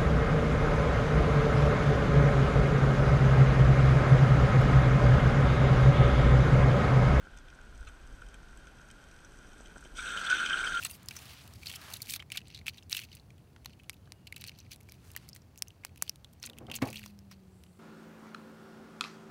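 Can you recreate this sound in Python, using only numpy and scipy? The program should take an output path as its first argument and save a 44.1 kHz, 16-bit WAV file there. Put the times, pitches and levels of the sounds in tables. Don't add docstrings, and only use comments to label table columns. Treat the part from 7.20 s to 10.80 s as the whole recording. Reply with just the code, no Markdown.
import sys
import numpy as np
from scipy import signal
from scipy.fft import rfft, irfft
from scipy.io import wavfile
from scipy.ndimage import uniform_filter1d

SR = 44100
rng = np.random.default_rng(int(sys.argv[2]) if len(sys.argv) > 2 else 0)


def store_pcm(level_fs):
    pcm = np.round(np.clip(level_fs, -1, 1) * 32767).astype(np.int16)
    wavfile.write(sys.argv[1], SR, np.atleast_2d(pcm).T)


N = 158760
TIME = np.arange(N) / SR


def amp(db):
    return 10 ** (np.asarray(db) / 20)


def rms_one(x):
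    return x / np.sqrt(np.mean(x ** 2) + 1e-20)


def in_time(rows):
    time_s, *columns = np.transpose(rows)
    return [np.interp(TIME, time_s, column) for column in columns]


def band(x, low_hz, high_hz, order=4):
    sos = signal.butter(order, [low_hz, high_hz], "band", fs=SR, output="sos")
    return signal.sosfilt(sos, x)


def coloured(x, points):
    point_hz, point_db = np.transpose(points)
    bin_hz = np.arange(N // 2 + 1) * SR / N
    gain_db = np.interp(np.log(bin_hz + 1), np.log(point_hz), point_db)
    return irfft(rfft(x) * amp(gain_db), N)


def drift(corner_hz):
    r = np.exp(-2 * np.pi * corner_hz / SR)
    slow = signal.lfilter([1], [1, -2 * r, r * r], rng.standard_normal(N + SR))
    return rms_one(slow[SR:])


# (frequency [Hz], width [Hz], gain [dB])
HOUSING_PEAKS = [(1387.6, 330, 20.5), (1577.4, 300, 17.5), (1483, 114, 4), (1740, 75, -3.5),
                 (1844, 130, 3.5), (1180, 90, -2.5), (2464, 330, 14.5), (2795, 290, -4), (3126, 620, 18.5),
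                 (3612, 260, 6), (4630, 360, -7.5), (5350, 126, -26.5), (5890, 980, 7), (6515, 250, 6),
                 (6820, 720, -5.5), (7250, 320, -10.5), (7810, 1100, 6), (8780, 2200, 12), (10500, 330, 1),
                 (11470, 1040, 5), (12600, 460, -7), (13400, 500, -3), (15100, 1100, -17)]
# (frequency [Hz], gain [dB])
WALL_SLOPE = [(300, 18), (1500, 5), (4000, 3), (8000, -9), (10000, -22.5), (15000, -23.5)]


def housing(x):
    for hz, width_hz, db in HOUSING_PEAKS:
        a, w = amp(db / 2), 2 * np.pi * hz / SR
        k = np.sin(w) * width_hz / hz / 2
        numerator = [1 + k * a, -2 * np.cos(w), 1 - k * a]
        denominator = [1 + k / a, -2 * np.cos(w), 1 - k / a]
        x = signal.lfilter(numerator, denominator, x)
    return coloured(x, WALL_SLOPE)


def housed_part(x, low_hz, high_hz, reference):
    return band(housing(x), low_hz, high_hz) / np.std(band(reference, low_hz, high_hz))


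def scrape(grains_per_s, spread_db, grain_share, patchy_db):
    sizes = amp(spread_db * np.minimum(rng.exponential(1, N), 5)) * rng.choice([-1, 1], N)
    chance = grains_per_s * amp(4.0 * drift(40.0)) / SR
    grains = rms_one(sizes * (rng.random(N) < chance))
    share = np.clip(grain_share, 0, 1)
    mix = np.sqrt(share) * grains + np.sqrt(1 - share) * rng.standard_normal(N)
    return rms_one(mix * amp(patchy_db * drift(57.0)))


# (frequency [Hz], relative spectral level [dB])
AIR_COLOUR = [(60, 2.5), (150, -0.5), (400, -6.5), (1000, -9.5), (2500, -16), (6000, -23), (11000, -37.5),
              (15000, -43)]
AIR_DB = -59.5


def air():
    colour = [(16, -16)] + AIR_COLOUR
    return amp(AIR_DB) * rms_one(coloured(rng.standard_normal(N), colour))


# (time [s], level [dB])
WIND_LEVEL = [(0.0, -58), (0.06, -53), (0.09, -75), (0.12, -49.5), (0.37, -55.5), (0.67, -43), (0.74, -54),
              (0.92, -46.5), (1.3, -55.5), (1.33, -51), (1.63, -58.5), (2.67, -54), (2.69, -59),
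              (2.74, -47.5), (2.98, -59.5), (3.6, -51.5)]
# (frequency [Hz], relative spectral level [dB])
WIND_SPECTRUM = [(8.8, -45), (15, -1.5), (32, 2.5), (52, 1.5), (66, -5), (85, -13.5), (130, -24),
                 (170, -61)]
WIND_EVENNESS = 0.33


def wind():
    level_db, = in_time(WIND_LEVEL)
    lumpy = coloured(rng.standard_normal(N), WIND_SPECTRUM)
    running_power = uniform_filter1d(lumpy ** 2, size=6000)
    rumble = lumpy / running_power ** WIND_EVENNESS
    return rms_one(rumble) * amp(uniform_filter1d(level_db, size=600))


CHIRP_START_S, CHIRP_LENGTH_S = 0.148, 0.07
CHIRP_FROM_HZ, CHIRP_TO_HZ, CHIRP_PEAK_DB = 3620, 3320, -67


def bird():
    progress = np.clip((TIME - CHIRP_START_S) / CHIRP_LENGTH_S, 0, 1)
    hz = CHIRP_FROM_HZ + (CHIRP_TO_HZ - CHIRP_FROM_HZ) * progress
    envelope = np.sqrt(np.sin(np.pi * progress) + 1e-12) * (progress < 1)
    return amp(CHIRP_PEAK_DB) * envelope * np.sin(2 * np.pi * np.cumsum(hz) / SR)


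# (time [s], push peak before the high-pass [dB])
KNOCK_PUSHES = [(0.069, -43), (2.406, -38.5), (2.559, -40), (2.568, -37.5), (2.656, -39), (2.787, -37.5),
                (2.865, -46), (2.911, -41), (2.963, -34.5), (3.03, -44), (3.218, -45), (3.258, -44),
                (3.472, -36)]
KNOCK_LOW_HZ, KNOCK_CONTACT_S = 151, 0.0013


def knocks():
    push = np.full(N, 1e-18)
    for start_s, db in KNOCK_PUSHES:
        progress = np.clip((TIME - start_s) / KNOCK_CONTACT_S, 0, 1)
        push += amp(db) * np.sin(np.pi * progress) ** 2
    return signal.sosfilt(signal.butter(2, KNOCK_LOW_HZ, "high", fs=SR, output="sos"), push)


# (frequency [Hz], level of the steady tone [dB])
SQUEAK_TONES = [(1480, -49.5), (2600, -57.5), (3100, -59), (4100, -57.5), (7000, -63)]
SQUEAK_START_S, SQUEAK_LENGTH_S = 0.666, 0.022


def squeak():
    progress = np.clip((TIME - SQUEAK_START_S) / SQUEAK_LENGTH_S, 0, 1)
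    tones = np.zeros(N)
    for hz, db in SQUEAK_TONES:
        tones += amp(db) * np.sin(2 * np.pi * hz * TIME)
        tones += amp(db + 2.1 * drift(300.0)) * np.sin(2 * np.pi * 0.87 * hz * TIME)
    return tones * np.sin(np.pi * progress) ** 2


# (time [s], level before trim [dB])
DRONE_LEVEL = [(0.0, -64.5), (2.02, -63), (3.53, -51.5), (3.57, -60), (3.6, -47)]
DRONE_TRIM_DB, DRONE_DRIFT_DB = -3.5, 1.34


def drone():
    level_db, = in_time(DRONE_LEVEL)
    low = band(rng.standard_normal(N), 110, 360, order=2)
    return amp(level_db + DRONE_TRIM_DB + DRONE_DRIFT_DB * drift(34.0)) * rms_one(low)


# (time [s], level [dB], treble against level [dB])
ROLL_LEVEL = [(0.0, -60, -18), (0.16, -59.5, -18), (0.17, -58.5, -13), (0.21, -62, -18), (0.63, -62.5, -9),
              (1.27, -62.5, -11.5), (2.1, -62, -8), (2.62, -61, -5), (2.74, -60, -8)]
# (time [s], level [dB])
ROLL_TOP_LEVEL = [(0.0, -82), (1.59, -78), (2.74, -75)]
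# (low edge [Hz], high edge [Hz])
ROLL_BANDS_HZ = [(1000, 1900), (1900, 5000), (5000, 10000), (10000, 18000)]
ROLL_GRAINS_PER_S, ROLL_GRAIN_SPREAD_DB = 900, 5.5
ROLL_GRAIN_SHARE, ROLL_PATCHY_DB = 0.19, 0.5
TREBLE_GRAIN_SHARE, TREBLE_PATCHY_DB = 0.58, 3
ROLL_MIDDLE_DB = -11.0


def rolling(reference):
    level_db, treble_db = in_time(ROLL_LEVEL)
    top_db, = in_time(ROLL_TOP_LEVEL)
    plain = (ROLL_GRAIN_SHARE, ROLL_PATCHY_DB)
    gritty = (TREBLE_GRAIN_SHARE, TREBLE_PATCHY_DB)
    levels_db = [level_db, level_db + ROLL_MIDDLE_DB, level_db + treble_db, top_db]
    out = np.zeros(N)
    for db, texture, edges_hz in zip(levels_db, [plain, plain, gritty, plain], ROLL_BANDS_HZ):
        hiss = scrape(ROLL_GRAINS_PER_S, ROLL_GRAIN_SPREAD_DB, *texture)
        out += amp(db) * housed_part(hiss, *edges_hz, reference)
    return out


CRACKLE_PER_S, CRACKLE_DB = 150, 17
CRACKLE_CYCLES = 22


def crackle(reference):
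    level_db, treble_db = in_time(ROLL_LEVEL)
    sizes = amp(2.3 * np.minimum(rng.exponential(1, N), 4))
    hits = sizes * (rng.random(N) < CRACKLE_PER_S * amp(4.0 * drift(6.0)) / SR)
    dealt = rng.integers(0, 10, N)
    rings = np.zeros(N)
    for k, hz in enumerate(np.geomspace(5200, 9500, 10)):
        r, w = amp(-60 * hz / (CRACKLE_CYCLES * SR)), 2 * np.pi * hz / SR
        resonator = [1, -2 * r * np.cos(w), r * r]
        rings += signal.lfilter([0, np.sin(w)], resonator, hits * (dealt == k) + 1e-18)
    return amp(level_db + treble_db + CRACKLE_DB) * housed_part(rings, 1900, 18000, reference)


# (time [s], peak level [dB],
# low, middle, treble and top parts against it [dB each], fall time constant [s])
GRIT_TICKS = [(0.1728, -43, -17, -13, -9.5, -11.5, 0.0025), (0.1857, -46, -12, -15, -7, -14, 0.0018),
              (0.2827, -49, -10, -3, -15, -22, 0.0033), (0.3006, -53, -15, -4.5, -9, -19, 0.0036),
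              (0.412, -51, -5, -13, -15, -16, 0.0037), (0.5555, -50, -20, -15, -15, -14, 0.0022),
              (0.672, -49, -11, -4, -18, -18, 0.0057), (0.686, -49, -2.5, -7, -20, -10.5, 0.0077),
              (1.0172, -47.5, -0.5, -9, -24, -16, 0.0073), (1.0642, -55, -14, -6, -10, -11, 0.003),
              (1.086, -48.5, -17, -12, -11, -13, 0.0035), (1.1419, -42, -17, -6, -21, -11, 0.0028),
              (1.2288, -52, -1, -7, -15, -16, 0.003), (1.284, -50.5, -8, -6, -14, -15, 0.0024),
              (1.3736, -44.5, -9.5, -16, -25, -9.5, 0.0021), (1.4698, -45.5, -1.5, -7.5, -15, -21, 0.004),
              (1.585, -51.5, -16, -4, -13, -20, 0.002), (1.6134, -54, -21, -27, -6, -13, 0.0028),
              (1.686, -47, -10, -16, -13, -14, 0.003), (1.702, -43.5, -18, -5, -12, -17, 0.002),
              (1.7122, -40.5, -12, -18, -9, -11, 0.0022), (1.84, -49, -16, -25, -16, -9.5, 0.002),
              (1.9124, -52, -28, -7, -7, -14, 0.0033), (1.962, -49, -19, -8, -13.5, -18, 0.0026),
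              (2.0472, -47, -12, -15, -9, -13, 0.0046), (2.331, -48, -11, -11, -12, -25, 0.003),
              (2.3808, -48, -6, -18, -16, -13, 0.0039), (2.4575, -43, -13, -9, -13, -27, 0.0037),
              (2.6076, -51.5, -4, -16, -19, -4.5, 0.0032), (2.6483, -46, -4, -7.5, -15, -18, 0.011),
              (3.1004, -28.5, -30, -2, -8, -16, 0.004), (3.26, -26, -6, -3.5, -8.5, -20, 0.0024),
              (3.2962, -31.5, -20, -6, -7, -20, 0.0037)]
# (low edge [Hz], high edge [Hz])
TICK_BANDS_HZ = [(1000, 1900), (1900, 5000), (5000, 7200), (7200, 18000)]
TICK_RISE_S = 0.00015


def ticks(reference):
    t = np.arange(SR // 20) / SR
    puffs = np.zeros((len(TICK_BANDS_HZ), N + len(t)))
    for start_s, db, *parts_db, fall_s in GRIT_TICKS:
        shape = (1 - np.exp(-t / TICK_RISE_S)) * np.exp(-t / fall_s)
        i = int(start_s * SR)
        puffs[:, i:i + len(t)] += amp(db + np.array(parts_db))[:, None] * shape / shape.max()
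    out = np.zeros(N)
    for puff, edges_hz in zip(puffs, TICK_BANDS_HZ):
        noise = puff[:N] * rng.choice([-1, 1], N) + 1e-18
        out += housed_part(noise, *edges_hz, reference)
    return out


# (time [s], peak level [dB])
CATCH_JOLTS = [(0.07, -44), (0.3267, -46.5), (0.388, -45.5), (0.4414, -49.5), (0.613, -48), (0.628, -48),
               (1.3295, -47), (2.5613, -42), (2.578, -47), (2.6255, -43), (2.79, -36), (2.85, -34),
               (2.8682, -34), (2.8838, -42), (2.9356, -30), (2.9538, -30), (2.9636, -27.5), (2.9707, -27),
               (3.065, -25.5), (3.084, -28), (3.0997, -24.5), (3.1152, -24.5), (3.127, -21), (3.1403, -26),
               (3.154, -31), (3.1673, -28), (3.1844, -29), (3.194, -26), (3.2035, -24), (3.2173, -26),
               (3.23, -24), (3.2625, -31), (3.3064, -22.5), (3.328, -26.5), (3.3407, -23.5), (3.3954, -27),
               (3.428, -30), (3.4532, -25.5), (3.4739, -23), (3.521, -28)]
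# (low edge [Hz], high edge [Hz])
SLIDE_BANDS_HZ = [(1000, 1900), (1900, 5000), (5000, 18000)]


def catches(reference):
    start_s, db = np.transpose(CATCH_JOLTS)
    jolts = np.zeros(N)
    jolts[(start_s * SR).astype(int)] = amp(db) * rng.choice([-1, 1], len(start_s))
    ring_hz = SLIDE_BANDS_HZ[0]
    unit_ring = housed_part(np.arange(N) == SR, *ring_hz, reference)
    return housed_part(jolts + 1e-18, *ring_hz, reference) / np.abs(unit_ring).max()


# (time [s], level before envelope and flutter [dB], pitch [Hz])
CHATTER_RINGS = [(2.7935, -34, 2310), (2.8764, -35, 3640), (2.9721, -26.5, 3076), (3.0669, -29.5, 3410),
                 (3.1857, -25.5, 3070), (3.2605, -28.5, 3060), (3.3298, -26, 3116), (3.3687, -26.5, 2950),
                 (3.4381, -32.5, 2280), (3.4675, -26, 3150), (3.5279, -38, 3040), (3.5718, -32, 3140)]
CHATTER_RISE_S, CHATTER_T60_S, CHATTER_FLUTTER_DB = 0.0018, 0.04, 3.8


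def chatter():
    t = np.arange(SR // 20) / SR
    out = np.zeros(N + len(t))
    for start_s, db, hz in CHATTER_RINGS:
        shape = (1 - np.exp(-t / CHATTER_RISE_S)) * amp(-60 * t / CHATTER_T60_S)
        i = int(start_s * SR)
        out[i:i + len(t)] += amp(db) * shape * np.sin(2 * np.pi * hz * t)
    return out[:N] * amp(CHATTER_FLUTTER_DB * drift(280.0))


# (time [s], pitch [Hz], level against the scrape [dB])
SQUEAL_GLIDE = [(2.78, 1480, -18), (2.87, 1430, -5), (3.05, 1480, -11), (3.12, 1495, 5.5), (3.2, 1521, 1),
                (3.32, 1567, -3), (3.37, 1416, -15), (3.46, 1402, -3.5), (3.6, 1389, 1.5)]
SQUEAL_POLE_WIDTH_HZ = 36.3


def squeal():
    hz, db = in_time(SQUEAL_GLIDE)
    r = np.exp(-np.pi * SQUEAL_POLE_WIDTH_HZ / SR)
    slow_cos, slow_sin = signal.lfilter([1], [1, -2 * r, r * r], rng.standard_normal((2, N)))
    phase = 2 * np.pi * np.cumsum(hz) / SR
    return amp(db) * rms_one(slow_cos * np.cos(phase) + slow_sin * np.sin(phase))


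STREAK_DB, STREAK_CORNER_HZ = 3.0, 28.0


def streaked(x):
    edges_hz = np.geomspace(1900, 15200, 19)
    out = signal.sosfilt(signal.butter(2, edges_hz[0], "low", fs=SR, output="sos"), x)
    for k, (low_hz, high_hz) in enumerate(zip(edges_hz, edges_hz[1:])):
        depth_db = STREAK_DB * min(1, 5600.0 / high_hz)
        swell = (-1) ** k * amp(depth_db * drift(STREAK_CORNER_HZ))
        out = out + swell * band(x, low_hz, high_hz, order=2)
    return rms_one(out)


# (time [s], level [dB], middle against level [dB], treble against level [dB])
SLIDE_LEVEL = [(2.745, -61, -9, -3), (2.773, -53.5, 1, 2), (2.791, -42, -8.5, -9.5), (2.941, -39, -8, -12),
               (3.081, -38.5, -7, -12.5), (3.093, -40.5, -6, -15), (3.099, -32.5, -8.5, -14.5),
               (3.177, -37.5, -2, -12), (3.199, -34, -8, -13.5), (3.289, -41, -2, -11),
               (3.305, -34.5, -9, -18), (3.393, -35.5, -9, -14), (3.481, -36, -7.5, -11.5),
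               (3.493, -39, -7.5, -10), (3.569, -38.5, -6, -12.5), (3.6, -42, -7, -9.5)]
SLIDE_GRAINS_PER_S, SLIDE_GRAIN_SPREAD_DB = 3700, 3.5
RASP_GRAIN_SHARE, RASP_PATCHY_DB = 0.32, 1
RING_GRAIN_SHARE, RING_PATCHY_DB = 0.15, 0.5
SLIDE_ATTACK_S, JUDDER_DB, THRUM_DB = 0.0079, 1.06, -17


def slide(reference):
    level_db, middle_db, treble_db = in_time(SLIDE_LEVEL)
    start = np.clip((TIME - SLIDE_LEVEL[0][0]) / SLIDE_ATTACK_S, 0, 1)
    judder = amp(JUDDER_DB * drift(66.0))
    grain = (SLIDE_GRAINS_PER_S, SLIDE_GRAIN_SPREAD_DB)
    ring = scrape(*grain, RING_GRAIN_SHARE, RING_PATCHY_DB)
    rasp = judder * streaked(scrape(*grain, RASP_GRAIN_SHARE, RASP_PATCHY_DB))
    levels_db = [level_db, level_db + middle_db, level_db + treble_db]
    out = np.zeros(N)
    for x, db, edges_hz in zip([ring, rasp, rasp], levels_db, SLIDE_BANDS_HZ):
        out += amp(db) * housed_part(x, *edges_hz, reference)
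    thrum = rms_one(band(judder * rng.standard_normal(N), 300, 1100, order=2))
    thrum_db = uniform_filter1d(level_db, size=6000) + THRUM_DB
    return start * (out + amp(level_db) * squeal() + amp(thrum_db) * thrum)


def scene():
    reference = housing(rng.standard_normal(N))
    background = air() + wind() + bird() + knocks() + squeak()
    road = drone() + rolling(reference) + crackle(reference) + ticks(reference)
    sliding = catches(reference) + chatter() + slide(reference)
    return (background + road + sliding)[None]


CUTOFF_HZ = 15350


def record(dry):
    return signal.sosfilt(signal.cheby2(24, 60, CUTOFF_HZ, fs=SR, output="sos"), dry)


dry = scene()
out = record(dry)
store_pcm(out)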